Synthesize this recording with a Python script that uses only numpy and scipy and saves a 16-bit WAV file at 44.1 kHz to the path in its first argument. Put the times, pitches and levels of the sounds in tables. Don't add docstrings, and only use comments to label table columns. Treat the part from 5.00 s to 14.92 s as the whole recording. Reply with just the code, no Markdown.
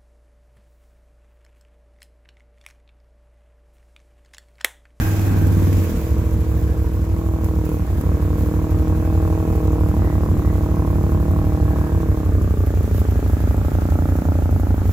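import sys
import numpy as np
from scipy import signal
from scipy.fft import rfft, irfft
from scipy.io import wavfile
from scipy.ndimage import uniform_filter1d

SR = 44100
rng = np.random.default_rng(int(sys.argv[2]) if len(sys.argv) > 2 else 0)


def generate_wav(signal):
    frames = np.transpose(np.atleast_2d(signal))
    scaled = np.clip(frames, -1, 1) * 32767
    pcm = np.round(scaled).astype(np.int16)
    wavfile.write(sys.argv[1], SR, pcm)


def rack_gain(trim_db):
    fader = np.asarray(trim_db, float)
    return 10 ** (fader / 20)


N = 437472
T = np.arange(N) / SR
LOADED_RPM = 950

# (time [s], speed [rpm])
NEAR_RPM = [(0.0, 1222.3), (0.4, 1165.9), (0.8, 1126.9), (1.02, 803.1), (1.49, 811.0), (2.15, 742.7),
            (2.56, 775.5), (2.89, 727.1), (3.56, 737.4), (4.04, 691.7), (4.62, 725.1), (5.36, 741.1),
            (6.28, 713.0), (6.72, 773.9), (7.26, 717.7), (8.54, 739.4), (9.05, 677.0), (9.92, 725.3)]
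# (time [s], airbox thump level [dB])
NEAR_LOAD = [(0, -50), (.3, -24), (.6, -19.5), (.8, -21.5), (.88, -38), (1.1, -13.5), (2, -14.5),
             (2.9, -17), (3.2, -14), (6.75, -11.5), (6.86, -22), (6.94, -12), (7.02, -21), (7.1, -10),
             (7.18, -19), (7.27, -12), (9.92, -13)]
# (speed [rpm], airbox [Hz], exhaust [Hz])
THUMP_HZ = [(667, 71, 81.5), (1080, 86, 86.5)]
# (order of the crank [1], level [dB], lag [cycles])
HUM = [(3, -19, .1), (4, -22, 0.57), (5, -1, 0.074), (17, -20, 0.3)]
FIRES_AT_TURN = (.9, .94)
# (time [s], exhaust thump level [dB])
STRAYS = [(.873, -30), (1.225, -15.5), (1.593, -18), (2.769, -18), (3.344, -21), (3.839, -25), (4.009, -14),
          (4.182, -9), (4.351, -14), (4.442, -26), (4.768, -24), (5.584, -13), (5.665, -20), (5.748, -19),
          (5.83, -22), (5.913, -10), (5.998, -12), (6.081, -14), (6.412, -18), (7.048, -17), (7.213, -18),
          (7.383, -11), (7.544, -23), (7.716, -20), (8.866, -17), (9.04, -13), (9.389, -12), (9.562, -9),
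          (9.729, -10), (9.897, -8)]
# (time [s], speed [rpm])
FAR_RPM = [(0.0, 4773.8), (1.13, 4846.7), (1.69, 4740.3), (2.18, 4914.1), (2.45, 4806.7), (2.94, 4424.9),
           (3.51, 4621.4), (4.23, 4800.4), (4.49, 4780.6), (5.05, 4472.8), (5.63, 4507.2), (6.07, 4408.9),
           (6.62, 4564.6), (6.91, 4428.9), (7.78, 3461.7), (8.4, 3387.2), (9.19, 3657.8), (9.92, 3124.8)]
# (time [s], pop level [dB], pipe echo share [0-1], throttle [0-1], tailpipe facing us [0-1])
FAR_POP = [(0, -35.5, 1, 0.86, 0.9), (.77, -36, 0.73, 0, .1), (1.52, -36, 0.73, 0.3, 0.29),
           (1.9, -37, 0.84, 0.3, 0.24), (2.24, -34.5, 0.5, 0.98, 0.45), (2.73, -32, 0.41, 0.54, 0.2),
           (2.87, -35.5, 0.33, 1, 0.8), (3.04, -32.5, 0.48, 0.6, 0.24), (4.03, -32, 0.58, 0.92, 0.4),
           (4.23, -30.5, 0.43, 1, 0.28), (4.7, -31, 0.48, 0.9, 0.2), (5.25, -29.5, 0.17, 0.94, 0.6),
           (5.33, -29.5, 0.19, 0.6, .8), (5.52, -30.5, 0.39, 0.89, 0.36), (6.66, -30, 0.47, 0.95, 0.5),
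           (7.84, -33.5, 0.23, 0.5, 0), (9.25, -28.5, .2, 0.7, 0.85), (9.92, -32.5, 0.12, 0, 0.54)]
# (frequency [Hz], width [Hz], level [dB])
PIPE = [
    (144, 33, -7),
    (202, 51, -12),
    (321.1, 19.1, -8.5),
]
# (frequency [Hz], density [dB per Hz])
ROAR = [(20, -24), (45, 2.5), (100, -11), (200, -5), (300, -16.5), (450, -20), (750, -28), (1100, -32),
        (1650, -33), (2600, -53.5), (4000, -52), (5200, -64)]
# (frequency [Hz], density [dB per Hz])
HISS = [(1470, -1), (2500, -0.5), (2790, -5), (4640, -8.5), (7410, -4.5), (8460, -12), (10500, -9),
        (11700, -3), (12700, -6), (14300, -3), (15200, -3), (16200, -20)]
# (time [s], spray level [dB], wash and roar level [dB])
CHURN = [
    (0, -38.5, -49),
    (.4, -44.5, -45),
    (.85, -42.5, -49),
    (1.21, -49, -49),
    (2.4, -52.5, -53.5),
    (3.4, -50, -48.5),
    (7.6, -50.5, -49.5),
    (8.3, -48.5, -49),
    (9.92, -51, -49),
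]
# (time [s], length [s], level over the hiss [dB])
SPLASHES = [(2.46, .02, 7), (2.702, 0.088, 5), (2.998, .03, 2), (3.414, .04, 2.5), (4.3, .1, 0),
            (4.52, .03, 2), (6.8, 0.022, 3.5), (7.987, 0.032, 7.5), (8.3, 0.047, 0), (8.505, .05, -0.5),
            (9.92, 0.033, 9)]
# (time [s], length [s], frequency [Hz], level [dB])
SLOPS = [(0.01, 0.074, 1600, -33.5), (.35, .12, 1560, -41), (.03, 0.31, 2510, -48),
         (0.065, 0.046, 844, -37), (0.327, 0.14, 800, -39.5), (2.702, 0.059, 2530, -55),
         (5.086, .06, 1970, -45.5), (4.3, 0.4, 2560, -56), (5.487, 0.048, 1940, -48),
         (6.795, 0.19, 1630, -46), (8.266, 0.16, 1660, -49), (8.8, 0.32, 1320, -46)]
# (time [s], peak level [dB])
SPITS = [(1.0141, -29), (2.3231, -41), (2.444, -23), (2.5551, -32), (2.6543, -27), (2.6923, -28),
         (2.9442, -38), (3.012, -22), (3.3907, -35), (3.7099, -33), (3.7957, -41), (4.5565, -37),
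         (4.8868, -31), (5.3747, -36), (6.313, -28), (7.418, -38), (7.664, -35), (7.8301, -33),
         (7.9443, -32), (8.1094, -29), (8.2761, -40), (8.6467, -39), (8.9016, -30), (9.1635, -37),
         (9.4255, -42), (9.5113, -37), (9.5986, -34), (9.7123, -39)]
# (frequency [Hz], left-right likeness [0-1])
SAME = [(60, 1), (300, 0.96), (700, 0.83), (1400, 0.3), (3000, 0.017), (15000, 0.015)]
# (frequency [Hz], left minus right [dB])
LEAN = [(60, -1.5), (120, -1.0), (240, 0.0), (480, -1.5), (950, -2.0), (1890, -1.5), (3770, -0.5),
        (7520, -2.5), (15000, -5.0)]


def evened(x):
    return x / np.sqrt(np.mean(x ** 2) + 1e-20)


def read(points, hz):
    f, value = np.transpose(points)
    return np.interp(np.log(hz + 1), np.log(f + 1), value)


def curves(rows):
    s, *columns = np.transpose(rows)
    return [np.interp(T, s, c) for c in columns]


def between(ends, share):
    return ends[0] + (ends[1] - ends[0]) * np.clip(share, 0, 1)


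def ring(x, hz, width):
    r = np.exp(-np.pi * width / SR)
    return signal.lfilter([1], [1, -r * np.exp(2j * np.pi * hz / SR)], x + 0j).imag


def later(x, ms):
    return np.interp(T - ms / 1000, T, x, left=0)


def thump(dt, hz, length):
    return -np.cos(2 * np.pi * hz * dt) * np.exp(-.5 * (dt * hz / length) ** 2)


def noise(spectrum, patchy_db):
    frames, hz = N // 256 + 5, np.fft.rfftfreq(1024, 1 / SR)
    a, b, c, d, patches = rng.standard_normal((frames, 513, 5)).T
    patches = uniform_filter1d(patches, size=14, axis=0)
    patches = evened(uniform_filter1d(patches, size=10, axis=1))
    same = np.clip(read(SAME, hz), -1, 1)[:, None]
    left, other = a + 1j * b, c + 1j * d
    z = np.array([left, same * left + np.sqrt(1 - same ** 2) * other])
    z *= rack_gain(read(spectrum, hz)[:, None] + patchy_db * patches)
    return evened(signal.istft(z, nperseg=1024, noverlap=768)[1][:, :N])


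def crank():
    return np.cumsum(curves(NEAR_RPM)[0]) / 60 / SR + .028


def frame_hum():
    turns = crank()
    hum_db = between((-27, -17.5), (curves(NEAR_RPM)[0] - 720) / 300)
    return sum(rack_gain(hum_db + db) * np.cos(2 * np.pi * (round(k) * turns - lag)) for k, db, lag in HUM)


def wash_roar():
    roar = noise(ROAR, patchy_db=2.0) * rack_gain(curves(CHURN)[1] + 24.5)
    deep = signal.sosfilt(signal.butter(2, 1000, fs=SR, output="sos"), roar)
    return roar - deep * np.clip(1 - (curves(FAR_RPM)[0] / 4400) ** 0.46, 0, 1)


def spray():
    hiss = noise(HISS, patchy_db=1.03)
    top = signal.sosfiltfilt(signal.butter(2, 9000, "high", fs=SR, output="sos"), hiss)
    gusts = uniform_filter1d(rng.standard_normal(N), size=900)
    gusts = evened(uniform_filter1d(gusts, size=900))
    breath = np.exp(-((crank() - .3) % 1) / 0.56)
    drops = rack_gain(4.4 * np.minimum(rng.exponential(1, N), 4.5)) * (rng.random(N) < 90 / SR)
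    drops = 0.12 * evened(signal.oaconvolve(drops, np.exp(-np.arange(600) / 77.0))[:N])
    splash_db = sum(db * np.exp(-.5 * ((T - s) / long) ** 2) for s, long, db in SPLASHES)
    puffs = top * (rack_gain(1.1 * gusts + 2.0 * breath + .5 * splash_db - 1.5) - 1)
    level = rack_gain(curves(CHURN)[0] + .4 * splash_db + 3.5 + 2.8 * breath) * (1 + drops)
    hits = spits()
    return (hiss + puffs) * (level + .4 * hits) + .9 * top * hits


def slops():
    froth, out = rng.standard_normal((2, N)), np.zeros((2, N))
    for s, long, hz, db in SLOPS:
        part = abs(T - s) < 3 * long
        swell = np.exp(-.5 * ((T[part] - s) / long) ** 2)
        out[:, part] += rack_gain(db) * swell * evened(ring(froth[:, part], hz, width=105))
    return out


def banks(x):
    t = np.arange(9000) / SR
    taps = rng.standard_normal((2, 9000)) * (rng.random((2, 9000)) < .05)
    taps *= rack_gain(-60 * t / 0.75) * (t > .008)
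    return signal.oaconvolve(x[None], taps / np.linalg.norm(taps[0]), axes=1)[:, :N]


def throttle_crack():
    crack_db = curves(NEAR_LOAD)[0] + 10.5
    loaded = curves(NEAR_RPM)[0] > LOADED_RPM
    blows = -rack_gain(crack_db) * loaded * np.diff(np.floor(crank() - .265), prepend=-1)
    crack = ring(blows, 245, width=75) + .4 * ring(blows, 175, width=60)
    return crack + .5 * later(crack, 11.5)


def far_engine():
    rpm = curves(FAR_RPM)[0]
    cycles = np.cumsum(rpm) / 120 / SR + .23
    level_db, pipe, throttle, facing = curves(FAR_POP)
    cool = np.clip((4360 - rpm) / (4360 - 3575), 0, 1)
    echo_ms, water = between((6.328, 6.96), cool), between((0.05, 0.26), cool)
    rasp_hz = between((967, 1200), cool) + 120 * facing
    nasal_db = between((-82.5, -13), cool) + 12.5 * facing
    silencer_db = 0.5 + 0.36 * (level_db + 37)
    upper_db = between((-46.5, -12), throttle) + 3 * cool
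    rasp_db, third_db = between((-11, -7.5), throttle), between((-1, -28), facing)

    size, detune = rng.standard_normal((int(cycles[-1]) + 2, 2))[cycles.astype(int)].T
    size = rack_gain(0.54 * size)
    blows = np.diff(np.floor(cycles), prepend=0) * size
    ms = np.arange(-150, 151) / SR * 1000
    front = -np.tanh(ms / 0.4) * np.exp(-.5 * (ms / 1.046) ** 2)
    pop = signal.oaconvolve(blows, front, "same")

    since = T - np.maximum.accumulate(T * (blows > 0))
    warm = 6.3 / echo_ms
    modes = [(hz, width / warm ** 6, db + silencer_db + 3.5 * cool) for hz, width, db in PIPE[:2]]
    modes += [(hz * warm, width / warm ** 14, db + silencer_db - 1.5 * cool) for hz, width, db in PIPE[2:]]
    modes += [(450 * warm, 80, third_db + 4.5),
              (645 * warm ** 0.93, 55 / warm ** 4, upper_db),
              (800 * warm ** .4, 40 / warm ** 4, upper_db - 3.0),
              (rasp_hz * (1 + 0.023 * detune), 160, rasp_db),
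              (690 + 20 * detune, 200, nasal_db + 2.5)]
    for hz, width, db in modes:
        pop -= size * rack_gain(db) * np.sin(2 * np.pi * hz * since) * np.exp(-np.pi * width * since)

    puff = np.exp(-(cycles % 1) / 0.17) * size * rng.standard_normal(N)
    puff = evened(ring(puff, 660, width=1400) + ring(puff, 1060, width=190))
    pop += rack_gain(-28.5) * warm ** 7 * puff
    dull = uniform_filter1d(pop, size=8)
    pop += np.clip(pipe, 0, 1) * (later(dull, echo_ms) + 0.047 * later(dull, 2 * echo_ms))
    pop += np.clip(water, 0, 1) * later(dull, echo_ms / 2)
    small_distant = signal.butter(3, [128, 1500], "band", fs=SR, output="sos")
    return rack_gain(level_db + 7) * evened(signal.sosfilt(small_distant, pop))


def airbox():
    turns, rpm, box_db = crank(), curves(NEAR_RPM)[0], curves(NEAR_LOAD)[0]
    speeds, box_hz, _ = np.transpose(THUMP_HZ)
    turn = turns.astype(int)
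    chance = rng.standard_normal((turn[-1] + 2, 2))[turn]
    dt = (turns % 1 - .5) * 60 / rpm + .0007 * chance[:, 0]
    uneven_db = box_db + 1.1 * chance[:, 1]
    pulls = rack_gain(uneven_db) * thump(dt, np.interp(rpm, speeds, box_hz), length=1.0)
    overtone_db = uniform_filter1d(uneven_db, size=3000) - 11.0
    return pulls - rack_gain(overtone_db) * np.cos(2 * np.pi * (8 * turns - .1))


def firings():
    turns, rpm, box_db = crank(), curves(NEAR_RPM)[0], curves(NEAR_LOAD)[0]
    n = np.arange(1, int(turns[-1]))
    s = np.interp(n + between(FIRES_AT_TURN, np.interp(n, turns, rpm) > LOADED_RPM), turns, T)
    lit = (n + (s > 4.48)) % 2 == 1
    db = np.where(lit, -11 + 1.5 * rng.standard_normal(len(n)), -99)
    db[(s > .9) & (s < 1.2)] = -99
    loaded = np.interp(s, T, rpm) > LOADED_RPM
    db[loaded] = (-14 + 0.26 * (np.interp(s, T, box_db) + 28))[loaded]
    for at, stray_db in STRAYS:
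        db[np.argmin(abs(s - at))] = stray_db
    return zip(s[db > -60], db[db > -60])


def exhaust():
    out, rpm = np.zeros(N), curves(NEAR_RPM)[0]
    speeds, _, pipe_hz = np.transpose(THUMP_HZ)
    for s, db in firings():
        near = slice(max(round((s - .05) * SR), 0), round((s + .05) * SR))
        hz = np.interp(rpm[round(s * SR)], speeds, pipe_hz)
        out[near] += rack_gain(db - 1.96) * thump(T[near] - s, hz, length=0.97)
    return out


def spits():
    hits = np.zeros(N)
    for s, db in SPITS:
        hits[round(s * SR)] = rack_gain(db - 10)
    lag = np.arange(-600, 601)
    return signal.oaconvolve(hits, np.exp(np.where(lag < 0, lag / 21.0, -lag / 120.0)), "same")


def scene():
    near = frame_hum() + throttle_crack() + airbox() + exhaust()
    far = far_engine()
    engines = np.array([later(near, 0.62) + later(far, 0.17), near + far])
    tail = banks(rack_gain(-10.0) * far + rack_gain(-24.5) * near)
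    return engines + wash_roar() + spray() + slops() + tail


def band_limit(x):
    return signal.sosfilt(signal.butter(12, 16340, fs=SR, output="sos"), x)


def record(dry):
    hz = np.fft.rfftfreq(N, 1 / SR)
    lean = rack_gain(np.outer([.5, -.5], read(LEAN, hz)))
    bass_cut = 1 / np.sqrt(1 + (37 / (hz + 1)) ** 8)
    top_edge = np.clip((15830 - hz) / 120 + 1, 0, 1)
    heard = irfft(rfft(dry) * lean * bass_cut * top_edge, N)
    return band_limit(.9 * np.tanh(heard / 0.9))


dry = scene()
out = record(dry)
generate_wav(out)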